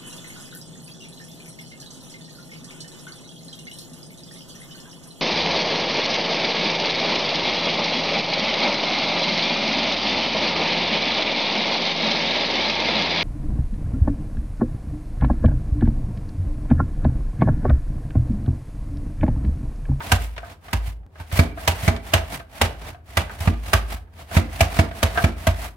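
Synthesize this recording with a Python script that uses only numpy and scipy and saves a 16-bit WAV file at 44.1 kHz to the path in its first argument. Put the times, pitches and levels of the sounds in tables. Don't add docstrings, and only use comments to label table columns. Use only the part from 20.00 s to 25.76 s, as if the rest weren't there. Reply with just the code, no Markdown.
import sys
import numpy as np
from scipy import signal
from scipy.fft import rfft, irfft, next_fast_len
from scipy.io import wavfile
from scipy.ndimage import uniform_filter1d, map_coordinates

SR = 44100
rng = np.random.default_rng(int(sys.argv[2]) if len(sys.argv) > 2 else 0)


def generate_wav(signal):
    frames = np.transpose(np.atleast_2d(signal))
    scaled = np.clip(frames, -1, 1) * 32767
    pcm = np.round(scaled).astype(np.int16)
    wavfile.write(sys.argv[1], SR, pcm)


N = 254016
AGE_S = np.arange(SR // 3) / SR
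BASS_WET_DB = -14

# (time [s], clack [dB], panel ring [dB], panel pitch [Hz],
# chute walls [dB], treble [dB], thump [dB], rubbing on the way up [dB])
RETURNS = [(0.1183, -5, -4, 728, -7, -11.5, -18, -35.5), (0.7301, -13.5, -5, 956, -6, -13, -23.5, -48),
           (1.6764, -4.5, -7.5, 640, -25.5, -12, -25, -40),
           (2.1358, -1.5, -1.5, 655, -16.5, -17, -19.5, -40.5),
           (2.614, -2.5, -9, 534, -17.5, -16, -26, -44), (3.1704, -5, -17, 694, -12.5, -16.5, -22.5, -46.5),
           (3.7321, -5, -4, 1145, -6, -13, -19, -38.5), (4.6064, -4.5, 1, 671, -28, -14, -18, -37.5),
           (5.029, -5, -4.5, 657, -16, -15.5, -19.5, -40.5), (5.4693, -8.5, 4.5, 658, -9.5, -15, -19, -40)]
# (time [s], clack [dB], treble [dB], thump [dB])
PUSHES = [(1.3908, -6, -20, -14.5), (1.878, -6.5, -21, -17.5), (3.4737, -11, -25.5, -17.5),
          (4.3665, -7, -20.5, -15.5), (4.7894, -6.5, -20.5, -16), (5.2398, -8.5, -22, -17)]
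# (time [s], thump [dB])
BITES = [(0.871, -32.5), (1.197, -33), (1.323, -21), (1.828, -25), (3.401, -25.5)]
# (frequency [Hz], level [dB])
CHUTE_WALLS = [(500, -28), (1000, -16), (1240, -1), (1400, -12.5), (1560, 3), (1750, -10.5), (2100, -18),
               (3500, -31.5), (16000, -54.5)]
# (frequency [Hz], correlation [-1..1])
CORRELATION = [(60, 0.97), (130, 1), (290, 0.74), (640, 0.7), (1400, 0), (3000, 0.12), (15000, 0)]


def amp(db):
    return 10 ** (np.asarray(db) / 20)


def pan(right_db):
    return amp(right_db * np.array([[-.5], [.5]]))


def unit(x):
    return x / np.sqrt(np.mean(x ** 2) + 1e-20)


def along(points, hz):
    knots_hz, values = np.transpose(points)
    return np.interp(np.log(hz + 1), np.log(knots_hz + 1), values)


def fade(t, t60_s):
    return np.exp(-np.log(1000) * t / t60_s)


def wobble(knots_per_s):
    return map_coordinates(rng.standard_normal(N // 8), [np.arange(N) * knots_per_s / SR], mode="wrap")


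def filtered(x, response):
    size = x.shape[-1]
    padded = next_fast_len(size + 8192)
    return irfft(rfft(x, padded) * response(np.fft.rfftfreq(padded, 1 / SR)), padded)[..., :size]


def stereo_angle(hz):
    return np.arccos(np.clip(along(CORRELATION, hz), -1, 1)) / 2


def noise(spectrum, size=N):
    colour = lambda hz: amp(along(spectrum, hz)) * [np.cos(stereo_angle(hz)), np.sin(stereo_angle(hz))]
    mid, side = filtered(rng.standard_normal((2, size)), colour)
    return unit(np.array([mid + side, mid - side]))


def add(track, at_s, sound):
    start = max(round(at_s * SR), 0)
    part = sound[:, :N - start]
    track[:, start:start + part.shape[1]] += part


def ring(modes, attack_s, scatter_db):
    hz, db, t60_s = np.transpose(modes)[:, :, None]
    strength, phase, skew = rng.standard_normal((3, len(modes), 1))
    apart = np.sign(skew) * stereo_angle(hz)
    envelope = amp(db + scatter_db * strength) * fade(AGE_S, t60_s) * (1 - np.exp(-AGE_S / attack_s))
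    angle = 2 * np.pi * (hz * AGE_S + phase)
    return np.array([np.sum(envelope * np.sin(angle + ear * apart), 0) for ear in (1, -1)])


def note(hz, t60_s):
    return ring([(hz, 0, t60_s)], attack_s=.0015, scatter_db=0)


def chatter(spectrum, treble_db, spread_s, t60_s, count):
    jitter = rng.uniform(0, 0.34, count) * (np.arange(count) > 0)
    delays_s = spread_s * (np.arange(count) + jitter) / count
    age_s = AGE_S - delays_s[:, None]
    power = np.sum((age_s > 0) * fade(np.abs(age_s), t60_s) ** 2, 0)
    envelope = np.sqrt(np.abs(uniform_filter1d(power, size=40)))
    shelf = lambda hz: amp(treble_db * along([(1500, 0.048), (6000, 1)], hz))
    return filtered(noise(spectrum, size=len(AGE_S)), shelf) * envelope


def air():
    # (frequency [Hz], level [dB])
    spectrum = [(30, -9.5), (90, -7), (180, -16), (900, -26), (2500, -51.5), (16000, -73)]
    return amp(-54) * noise(spectrum)


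def in_kitchen(x, wet_db):
    # (frequency [Hz], t60 [s])
    decay = [(70, 0.31), (250, 0.64), (700, 0.3261), (2500, 0.42), (7000, 0.18), (15000, 0.61)]
    # (frequency [Hz], level [dB])
    colour = [(60, -1), (130, -3), (280, 3), (700, 2), (2500, -5.5), (7000, 0.5), (15000, -16.5)]
    white = noise([(20, 0), (20000, 0)], size=SR // 2)
    hz, t, bins = signal.stft(white, SR, nperseg=256)
    tail = signal.istft(bins * fade(t, along(decay, hz)[:, None]), SR, nperseg=256)[1]
    build_up = 1 - np.exp(-(np.arange(tail.shape[1]) / SR / 0.0054) ** 2)
    tail = filtered(tail / np.linalg.norm(tail[0]), lambda f: amp(along(colour, f))) * build_up
    wet = amp(wet_db) * signal.fftconvolve(x, tail, axes=1)
    return wet + np.pad(x, ((0, 0), (0, wet.shape[1] - x.shape[1])))


def thump(contact_s):
    # (frequency [Hz], level [dB], t60 [s])
    counter_modes = [(63.5, -9, 0.13), (87.9, -0.5, 0.15), (170.7, -2, 0.044), (261, -17.5, 0.13)]
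    # (frequency [Hz], level [dB], t60 [s])
    room_modes = [(54.4, 4, 0.76), (77.8, -6, 0.76)]
    response = sum(-(-1) ** k * amp(db) * fade(AGE_S, t60_s) * np.sin(2 * np.pi * hz * AGE_S)
                   for k, (hz, db, t60_s) in enumerate(counter_modes))
    force = np.sin(np.pi * np.minimum(AGE_S / contact_s, 1)) ** 2
    shake = signal.fftconvolve(response, force / force.sum())[:len(AGE_S)]
    placement = lambda hz: pan(along([(80, 1.3), (150, 6.5), (300, 2.4)], hz))
    room_bass = amp(-22) * ring(room_modes, attack_s=0.055, scatter_db=4)
    return filtered(shake, placement) + room_bass


def stand(rubbing):
    # (frequency [Hz], level [dB])
    spectrum = [(25, -38), (38, -12), (48, -7), (62, -6.5), (82, -0.5), (105, -12.5), (135, -14.5),
                (400, -60)]
    rest_db, rock_db, lag_s = -52, -1.5, 0.018
    pole = np.exp(-1 / (lag_s * SR))
    rocking = signal.lfilter([1 - pole], [1, -pole], rubbing)
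    out = (amp(rest_db) + amp(rock_db) * rocking) * noise(spectrum)
    for at_s, db in BITES:
        add(out, at_s, amp(db + 11) * thump(contact_s=0.0082))
    return out


def swell(peak_s, rise_s, t60_s):
    t = np.arange(N) / SR - peak_s
    ahead = np.clip(-3.06 * t / rise_s, 0, 20)
    return fade(np.maximum(t, 0), t60_s) / np.cosh(ahead)


def travel():
    # (peak time [s], rise [s], rubbing [dB], rasp offset [dB])
    strokes = [(0.245, 0.082, -43, -0.5), (0.34, .08, -54.5, -4.5), (0.52, 0.17, -43, -12.5),
               (0.878, 0.06, -40.5, -5.5), (1.219, 0.087, -44, -13.5), (1.387, 0.084, -28, -4.5),
               (1.87, 0.2, -33, -6), (2.352, .095, -32, -7), (2.896, 0.15, -36, -12),
               (3.336, 0.061, -39.5, -11.5), (3.462, 0.12, -33, -7), (3.6, .06, -51, -7.5),
               (3.94, 0.097, -34.5, -8), (4.218, 0.088, -41.5, -10.5), (4.363, 0.068, -27.5, -7.5),
               (4.785, 0.15, -30.5, -9), (5.23, 0.19, -31.5, -8), (5.657, 0.15, -35, -5.5)]
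    spring_s, spring_attack_s = 0.092, 0.014
    spring_rasp_db, shiver_rasp_db, bite_rasp_db = -8, -16.5, -3
    moves = [(amp(db) * swell(at_s, rise_s, t60_s=0.17), rasp_db)
             for at_s, rise_s, db, rasp_db in strokes]
    t = np.arange(N) / SR
    for at_s, *_, db in RETURNS:
        speed = .5 * (1 + np.tanh((t - at_s + spring_s) / (2 * spring_attack_s))) * (t < at_s)
        moves.append((amp(db) * speed, spring_rasp_db))
    for at_s, db, *_ in RETURNS + PUSHES:
        shiver = amp(db - 23.5) * swell(at_s + 0.012, rise_s=0.026, t60_s=0.33)
        moves.append((shiver, shiver_rasp_db))
    for at_s, db in BITES:
        crunch = amp(db - 14) * swell(at_s + 0.0056, rise_s=0.0056, t60_s=0.13)
        moves.append((crunch, bite_rasp_db))
    rubbing = np.sqrt(sum(move ** 2 for move, _ in moves))
    rasping = np.sqrt(sum((amp(rasp_db) * move) ** 2 for move, rasp_db in moves))
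    return rubbing, rasping


def sliding(rubbing, rasping):
    # (frequency [Hz], level [dB])
    rub_spectrum = [(80, -7.5), (200, 1.5), (400, -5.5), (580, -3), (680, 5), (800, 0), (1300, -3.5),
                    (2400, -8), (4000, -12.5), (7000, -21.5), (16000, -46)]
    # (frequency [Hz], level [dB])
    rasp_spectrum = [(500, -39), (2000, 6.5), (4000, -2.5), (7000, -6), (9000, -3), (12500, -5),
                     (16000, -8)]
    slips = wobble(knots_per_s=130)
    grains = wobble(knots_per_s=1700)
    rub = amp(-0.5) * rubbing * unit(amp(2 * slips + 0.52 * grains) * noise(rub_spectrum))
    rasp = amp(4.5) * rasping * unit(amp(2.2 * slips + 1.7 * grains) * noise(rasp_spectrum))
    return in_kitchen(rub + rasp, wet_db=-11)[:, :N] * pan(right_db=1.4)


def crumbs(rubbing):
    rate_per_s, rest_db, moving_db, scatter_db = 22, -55.5, 1, 7
    ring_db, centre_hz, span_octaves, treble_db = -3.5, 775, .6, -23
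    rows = []
    for when, size, pitch in rng.uniform(size=(round(rate_per_s * N / SR), 3)):
        at = int(when * N)
        db = 20 * np.log10(amp(rest_db) + amp(moving_db) * rubbing[at]) + scatter_db * (2 * size - 1)
        ring_hz = centre_hz * 2 ** (span_octaves * (pitch - .5))
        rows.append((at / SR, db, ring_db, ring_hz, treble_db))
    return rows


def chute(rubbing):
    # (time [s], knock [dB], ring [dB], ring pitch [Hz], treble [dB])
    knocks = [(0.0044, -18.5, -1.5, 930, -22.5), (0.364, -26.5, -7.5, 954, -11),
              (0.379, -18.5, -13.5, 696, -11.5), (0.4304, -34, 11, 690, -38), (0.6828, -26, -6.5, 692, -16),
              (1.1558, -35, -3.5, 640, -24), (1.1988, -29, 0, 905, -18.5), (1.3147, -22.5, -10.5, 710, -16),
              (1.5744, -23.5, 2.5, 673, -28), (1.9624, -25.5, -13, 702, -3.5),
              (2.3984, -25.5, -2, 684, -15), (2.945, -34.5, 4, 704, -22), (3.296, -23, -6, 897, -24.5),
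              (4.3131, -25, 3.5, 690, -19), (4.9114, -24, 1.5, 670, -15), (5.1564, -19, 1.5, 679, -28),
              (5.1746, -3.5, -4, 696, -25)]
    # (frequency [Hz], level [dB])
    spectrum = [(100, 1), (400, -2.5), (700, -4), (1500, -1), (2400, 0), (3500, -3), (7000, -19),
                (12000, -27.5), (16000, -30)]
    out = np.zeros((2, N))
    for at_s, db, ring_db, ring_hz, treble_db in knocks + crumbs(rubbing):
        tick = amp(db - 10.5) * chatter(spectrum, treble_db + 9, spread_s=.004, t60_s=0.039, count=2)
        walls_db = db - 0.5 * treble_db - 26
        walls = amp(walls_db) * chatter(CHUTE_WALLS, 0, spread_s=0.012, t60_s=0.092, count=2)
        hollow = amp(db + ring_db - 4) * note(ring_hz, t60_s=0.079)
        add(out, at_s, tick + walls + hollow)
    return in_kitchen(out, wet_db=-7)[:, :N]


def tray(attack_s, t60_s):
    # (frequency [Hz], level [dB])
    modes = [(168, 6), (228, 14), (258, -4), (288, -2), (318, 6), (348, -4.5), (385, -1.5), (437, -10.5),
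             (512, -6.5)]
    hz, db = np.transpose(modes)
    load = 1 + .025 * rng.standard_normal(len(hz))
    return ring(np.column_stack([hz * load, db, np.full(len(hz), t60_s)]), attack_s, scatter_db=2.5)


def housing(attack_s):
    # (frequency [Hz], level [dB])
    modes = [(525, -18), (660, -5), (810, -1.5), (938, -2), (1200, -0.5), (1670, 1.5), (2000, 2.5),
             (2300, 2), (2480, -14.5), (2840, 1), (3740, -12.5), (4240, -5), (5020, -8), (6375, -4)]
    hz, db = np.transpose(modes)
    grip = 1 + .008 * rng.standard_normal(len(hz))
    t60_s = .09 * np.sqrt(660 / hz)
    return ring(np.column_stack([hz * grip, db, t60_s]), attack_s, scatter_db=4.5)


def bottom_stop():
    # (frequency [Hz], level [dB])
    spectrum = [(100, -5), (300, 1), (700, -0.5), (1400, -2), (2300, -1), (3300, -7), (7000, -15),
                (12000, -17), (16000, -33)]
    out = np.zeros((2, N))
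    for at_s, db, treble_db, thump_db in PUSHES:
        crack = amp(db - 8.5) * chatter(spectrum, treble_db + 17, spread_s=0.0095, t60_s=0.037, count=3)
        body = amp(db - 19.5) * housing(attack_s=0.0012)
        panel = amp(db - 8.5) * note(hz=677.6, t60_s=0.067)
        handle = amp(db - 11) * note(hz=2345, t60_s=0.042)
        knock = (crack + body + panel + handle) * pan(right_db=2.5)
        add(out, at_s, in_kitchen(knock, wet_db=-5))
        thud = amp(thump_db + 12.5) * thump(contact_s=0.0025)
        add(out, at_s - .002, in_kitchen(thud, BASS_WET_DB))
        add(out, at_s, amp(thump_db - 13) * tray(attack_s=0.035, t60_s=0.23))
    return out


def top_stop():
    # (frequency [Hz], level [dB])
    spectrum = [(100, 2.5), (300, -6), (700, 1), (1400, -2), (2800, 0.5), (4200, -8.5), (7000, -12.5),
                (12000, -14), (16000, -20.5)]
    out = np.zeros((2, N))
    for at_s, db, panel_db, panel_hz, walls_db, treble_db, thump_db, _ in RETURNS:
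        crack = amp(db - 12) * chatter(spectrum, treble_db + 18, spread_s=.007, t60_s=0.031, count=4)
        rattle = amp(db - 19) * chatter(spectrum, treble_db + 12, spread_s=0.049, t60_s=0.065, count=6)
        rattle *= fade(AGE_S, t60_s=0.66)
        body = amp(db - 17) * housing(attack_s=0.001)
        walls = amp(db + walls_db - 9) * chatter(CHUTE_WALLS, 0, spread_s=0.0029, t60_s=0.09, count=3)
        panel = amp(db + panel_db - 2.5) * note(panel_hz, t60_s=0.059)
        clack = (crack + rattle + body + walls + panel) * pan(right_db=2)
        add(out, at_s, in_kitchen(clack, wet_db=-7.5))
        lead_in = amp(db - 28) * chatter(CHUTE_WALLS, 0, spread_s=0.0034, t60_s=0.025, count=2)
        add(out, at_s - .005, lead_in)
        recoil = amp(thump_db + 16.5) * thump(contact_s=0.0099)
        add(out, at_s + 0.0015, in_kitchen(recoil, BASS_WET_DB))
        add(out, at_s, amp(thump_db - 18) * tray(attack_s=0.0012, t60_s=0.14))
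    return out


def scene():
    rubbing, rasping = travel()
    stops = top_stop() + bottom_stop()
    return stops + chute(rubbing) + sliding(rubbing, rasping) + stand(rubbing) + air()


def record(dry):
    cutoff_hz = 16000
    lean = filtered(dry, lambda hz: amp(along([(28, -18), (36, -15.5), (44, 0.5)], hz)))
    rounded = lean / (1 + np.abs(lean) ** 6) ** (1 / 6)
    return filtered(rounded, lambda hz: 1 / (1 + (hz / cutoff_hz) ** 160))


dry = scene()
out = record(dry)
generate_wav(out)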